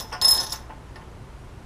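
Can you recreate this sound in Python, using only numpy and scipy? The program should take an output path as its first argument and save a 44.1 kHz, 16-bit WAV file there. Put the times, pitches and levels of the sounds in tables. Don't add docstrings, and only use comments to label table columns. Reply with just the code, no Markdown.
import sys
import numpy as np
from scipy import signal
from scipy.fft import rfft, irfft, next_fast_len
from scipy.io import wavfile

SR = 44100
rng = np.random.default_rng(int(sys.argv[2]) if len(sys.argv) > 2 else 0)


def materialize(psi):
    bounded = np.clip(np.atleast_2d(psi).T, -1, 1)
    quanta = np.round(bounded * 32767).astype(np.int16)
    wavfile.write(sys.argv[1], SR, quanta)


N = 72765
T = np.arange(N) / SR


def gain(db):
    return 10 ** (np.asarray(db) / 20)


def unit_power(x):
    return x / np.sqrt(np.mean(x ** 2))


def noise():
    return rng.standard_normal(N)


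def since(start):
    return np.maximum(T - start, 0)


def decay(start, fade):
    return (T >= start) * gain(-60 * since(start) / fade)


def swell(start, rise):
    return 1 - np.exp(-since(start) / rise)


def fader(points):
    return gain(np.interp(T, *np.array(points).T))


def colour(x, points, peaks=(), tilt_db=0):
    size = 2 * next_fast_len(N)
    freqs = np.maximum(np.arange(size // 2 + 1) * SR / size, 1)
    hz, db = np.array(points).T
    curve = np.interp(np.log(freqs), np.log(hz), db)
    curve += tilt_db * np.log2(np.clip(freqs, hz[0], hz[-1]))
    for centre, width, boost in peaks:
        curve += boost / (1 + (2 * (freqs - centre) / width) ** 2)
    cepstrum = irfft(np.log(unit_power(gain(curve))))
    cepstrum[1:size // 2] *= 2
    cepstrum[size // 2 + 1:] = 0
    return irfft(rfft(x, size) * np.exp(rfft(cepstrum)))[:N]


def ring(start, tones, rise, phases):
    out, first = np.zeros(N), max(int(start * SR), 0)
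    t = T[:min(SR // 2, N - first)]
    for (hz, db, fade), phase in zip(tones, phases):
        wave = np.sin(2 * np.pi * (hz * (t + first / SR) + phase))
        out[first:first + len(t)] += gain(db - 60 * t / fade) * wave
    return np.sqrt(2) * out * swell(start, rise)


# (frequency [Hz], relative level [dB])
AIR_COLOUR = [(15, -34), (24, -3.5), (45, -6), (62, -4), (80, -7), (105, -7), (140, -9.5), (190, -17.5),
              (245, -15.5), (300, -19.5), (370, -17), (510, -23), (950, -23), (1620, -30), (2590, -35.5),
              (5030, -42), (10600, -48), (14700, -61), (16000, -60)]
def ventilation(air_db=-42, hum_hz=59.5, hum_db=-51.5):
    air = unit_power(colour(noise(), AIR_COLOUR))
    hum = np.sqrt(2) * np.sin(2 * np.pi * hum_hz * T)
    return gain(air_db) * air + gain(hum_db) * hum


def room(x, echo_db, gap_s=.008, fade_s=.23, treble_fade_s=.16, split_hz=7000):
    hiss = noise()
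    low = signal.sosfiltfilt(signal.butter(2, split_hz, fs=SR, output="sos"), hiss)
    tail = low * decay(gap_s, fade_s) + (hiss - low) * decay(gap_s, treble_fade_s)
    return x + gain(echo_db) * signal.fftconvolve(x, tail / np.linalg.norm(tail))[:N]


# (time [s], level [dB], rise time [s], fade time [s], brightness [dB/octave])
KNOCK_HITS = [(0.0, -37, .002, 0.17, -2), (0.1175, -26.5, 0.0067, 0.19, 1),
              (0.139, -29.5, 0.0026, 0.11, -1), (0.214, -33, 0.0012, 0.75, -0.5),
              (0.2444, -33, 0.0009, 0.33, -3), (0.527, -30.5, 0.002, 0.12, 1),
              (0.692, -28.5, 0.013, 0.11, -2), (0.956, -38.5, 0.004, 0.15, 0.5),
              (1.011, -46, 0.0032, 0.087, 6)]
# (frequency [Hz], relative level [dB])
KNOCK_COLOUR = [(120, -15), (300, -16), (520, -2.5), (1000, -1.5), (1250, -4.5), (1800, -7.5),
                (2400, -11.5), (3000, -13), (4200, -36), (8000, -40), (15000, -55.5)]
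# (frequency [Hz], width [Hz], boost [dB])
BODY_PEAKS = [(727, 21, 10), (878, 19, 13), (1017, 24, 8), (1059, 20, 8), (1455, 35, 7), (1805, 28, 11),
              (2012, 30, 6), (2660, 35, 5), (2900, 30, 5)]
def knocks():
    out = np.zeros(N)
    for start, db, rise, fade, tilt in KNOCK_HITS:
        scuff = gain(db) * noise() * decay(start, fade) * swell(start, rise)
        out += colour(scuff, KNOCK_COLOUR, BODY_PEAKS, tilt)
    return out


# (frequency [Hz], relative level [dB], fade time [s])
FIRST_TAP_TONES = [(5177, 0, .2), (5997, -8, .11), (8716, -2, .12), (12980, -14, .19), (11910, -24, .2),
                   (3321, -7, .13), (1020, 7, .15)]
LAST_TAP_TONES = [(1809, 0, .12), (1890, -4, .08), (5146, -12, .08), (10470, -16, .11), (14180, -29, .15)]
# (frequency [Hz], relative level [dB])
TICK_COLOUR = [(800, -20), (1850, -3), (2600, -5), (4200, -5.5), (5250, 1.5), (6200, -21.5), (9000, -26),
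               (15000, -33)]
def taps(first_s=.1255, last_s=.9585, ring_db=-42, tick_db=-41):
    rings = np.zeros(N)
    for start, tones in ((first_s, FIRST_TAP_TONES), (last_s, LAST_TAP_TONES)):
        rings += gain(ring_db) * ring(start, tones, rise=.0021, phases=rng.random(len(tones)))
    tick = gain(tick_db) * noise() * decay(start=.9578, fade=.04)
    return rings + colour(tick, TICK_COLOUR)


def grains(per_second=700, spread_db=.5):
    clicks = (rng.random(N) < per_second / SR) * np.sign(noise())
    return unit_power(clicks * gain(spread_db * noise()))


# (time [s], level [dB])
GRIND_LEVELS = [(0, -30), (0.05, -60.5), (0.11, -52.5), (0.205, -65), (0.23, -38), (0.33, -39.5),
                (0.44, -38), (0.485, -47), (0.535, -39.5), (0.575, -54), (0.62, -62), (0.72, -89.5)]
RUB_LEVELS = [(0, -40), (0.1, -57), (0.2, -58), (0.235, -46), (0.33, -36.5), (0.39, -35.5), (0.45, -40),
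              (0.5, -45), (0.56, -47.5), (0.66, -56.5), (0.74, -61.5), (0.9, -76)]
# (frequency [Hz], relative level [dB])
GRIND_COLOUR = [(1500, -19.5), (2600, -10.5), (3600, 0), (4600, -13.5), (5400, 6.5), (6400, -3),
                (7400, -10), (8500, -11), (9500, -11.5), (10900, -4), (12600, -16), (14300, -8.5),
                (16000, -26.5)]
RUB_COLOUR = [(120, -9), (300, -6), (520, -2.5), (780, -3), (960, 0.5), (1250, -9.5), (1800, -6),
              (2400, -23), (3500, -21.5), (8000, -27.5)]
# (frequency [Hz], width [Hz], boost [dB])
JOINT_PEAKS = [(3420, 50, 6), (3710, 55, 8), (4000, 35, 6), (4400, 55, 7), (4590, 45, 4), (5400, 80, 6),
               (6020, 50, 4), (6480, 90, 5), (6730, 60, 6), (7270, 110, 6), (8090, 50, 3)]
def grinding():
    bright = colour(grains() * fader(GRIND_LEVELS), GRIND_COLOUR, JOINT_PEAKS)
    hollow = colour(grains() * fader(RUB_LEVELS), RUB_COLOUR, BODY_PEAKS)
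    return bright + hollow


# (time [s], level [dB], fade time [s], centre frequency [Hz])
SCRAPES = [(0.126, -32, 0.12, 5190), (0.399, -33.5, 0.19, 6140), (0.4663, -29.5, 0.05, 6170),
           (0.495, -27, 0.045, 5400), (0.5198, -20, 0.044, 5310), (0.5585, -37, 0.061, 6050)]
def chirps(width_hz=622, rise_s=.0012):
    out = np.zeros(N)
    for start, db, fade, hz in SCRAPES:
        band = signal.butter(2, [hz - width_hz / 2, hz + width_hz / 2], "bandpass", fs=SR, output="sos")
        grit = unit_power(signal.sosfilt(band, noise()))
        out += gain(db) * grit * decay(start, fade) * swell(start, rise_s)
    return out


# (frequency [Hz], relative level [dB])
LOW_CRACK_COLOUR = [(300, -32), (1000, -27), (2300, -31), (2900, -14), (3500, 0), (4500, 1), (5300, -5),
                    (6200, -19), (9500, -35), (15000, -42)]
HIGH_CRACK_COLOUR = [(2500, -34), (4300, -18), (5300, -2), (5950, -6), (6600, 1), (7400, 2), (8400, -5),
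                     (9300, -19), (10200, -18), (11000, -11), (12000, -20), (12800, -23), (13600, -23),
                     (14500, -7), (15400, -16)]
# (time [s], low crack [dB], high crack [dB], low ring [dB], middle ring [dB], high ring [dB])
SLIPS = [(0.0, -30.5, -35, -37.5, -45.5, -41), (0.2147, -17.5, -23, -19.5, -27, -33.5),
         (0.2453, -18.5, -22, -13, -20.5, -37.5), (0.2818, -22.5, -17.5, -16.5, -17.5, -25.5),
         (0.3094, -24, -19.5, -12, -21, -23.5), (0.3305, -24, -29, -28.5, -27, -32),
         (0.3485, -25, -27, -22.5, -27, -38), (0.3650, -33, -28, -58, -38, -44),
         (0.3782, -23, -29, -23, -36.5, -50), (0.4010, -27, -31, -26.5, -37, -44),
         (0.4122, -29.5, -47, -52, -35, -57), (0.4332, -28.5, -37.5, -39.5, -37.5, -45),
         (0.4666, -30.5, -48, -51, -48, -60), (0.4960, -40, -47, -69, -45, -61),
         (0.5208, -34, -40, -40, -31.5, -38), (0.5242, -26.5, -24, -59, -46.5, -39.5),
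         (0.5582, -41, -46, -72, -53, -64)]
def cracks(boost_db=15.5, bench_delay_s=.0042, bench_db=-10.5, scatter_db=-1, scatter_fade_s=.055):
    low, high = np.zeros(N), np.zeros(N)
    for start, low_db, high_db, *_ in SLIPS:
        scatter = noise() * decay(start + .001, scatter_fade_s)
        crack = gain(scatter_db) * scatter / np.linalg.norm(scatter)
        crack[int(start * SR)] += 1
        crack[int((start + bench_delay_s) * SR)] += gain(bench_db)
        low += gain(low_db) * crack
        high += gain(high_db) * crack
    low = colour(low, LOW_CRACK_COLOUR, JOINT_PEAKS)
    high = colour(high, HIGH_CRACK_COLOUR, JOINT_PEAKS)
    return gain(boost_db) * (low + high)


# (frequency [Hz], relative level [dB], fade time before fade_scale shortens it [s])
LOW_RING = [(5177, 0, .24), (5158, -11, .2), (5101, -18, .15), (5214, -15, .2), (5287, -20, .2),
            (5392, -21, .15), (4960, -23, .2), (4883, -24, .2), (4390, -24, .25), (3712, -26, .25)]
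MIDDLE_RING = [(10855, 0, .22), (10824, -7, .2), (10446, -16, .3), (11153, -20, .15), (10950, -16, .1),
               (11910, -21, .15)]
HIGH_RING = [(14163, 0, .15), (14194, -8, .14), (14334, -7, .13), (13980, -12, .12), (14560, -13, .09),
             (14690, -11, .1), (12990, -20, .2)]
def glass_ring(boost_db=1.5, fade_scale=.82, lags_s=(.001, .005, 0), rise_s=.003, damp_s=.004):
    out = np.zeros(N)
    ends = [slip[0] for slip in SLIPS[1:]] + [T[-1]]
    for k, (group, lag) in enumerate(zip((LOW_RING, MIDDLE_RING, HIGH_RING), lags_s)):
        tones = [(hz, db, fade * fade_scale) for hz, db, fade in group]
        phases = rng.random(len(tones))
        for (start, _, _, *ring_db), end in zip(SLIPS, ends):
            jolt = .0506 * rng.standard_normal(len(tones))
            ringing = ring(start + lag, tones, rise_s, phases + jolt)
            damping = np.exp(-since(end + lag) / damp_s)
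            out += gain(ring_db[k]) * ringing * damping
    return gain(boost_db) * out


def scene():
    contacts = cracks() + grinding() + chirps() + knocks() + taps()
    mix = room(glass_ring(), echo_db=-13) + room(contacts, echo_db=-10.5) + ventilation()
    return mix[None]


def record(dry):
    top_hz = 15200
    return signal.sosfilt(signal.ellip(10, .2, 80, top_hz, fs=SR, output="sos"), dry)


dry = scene()
out = record(dry)
materialize(out)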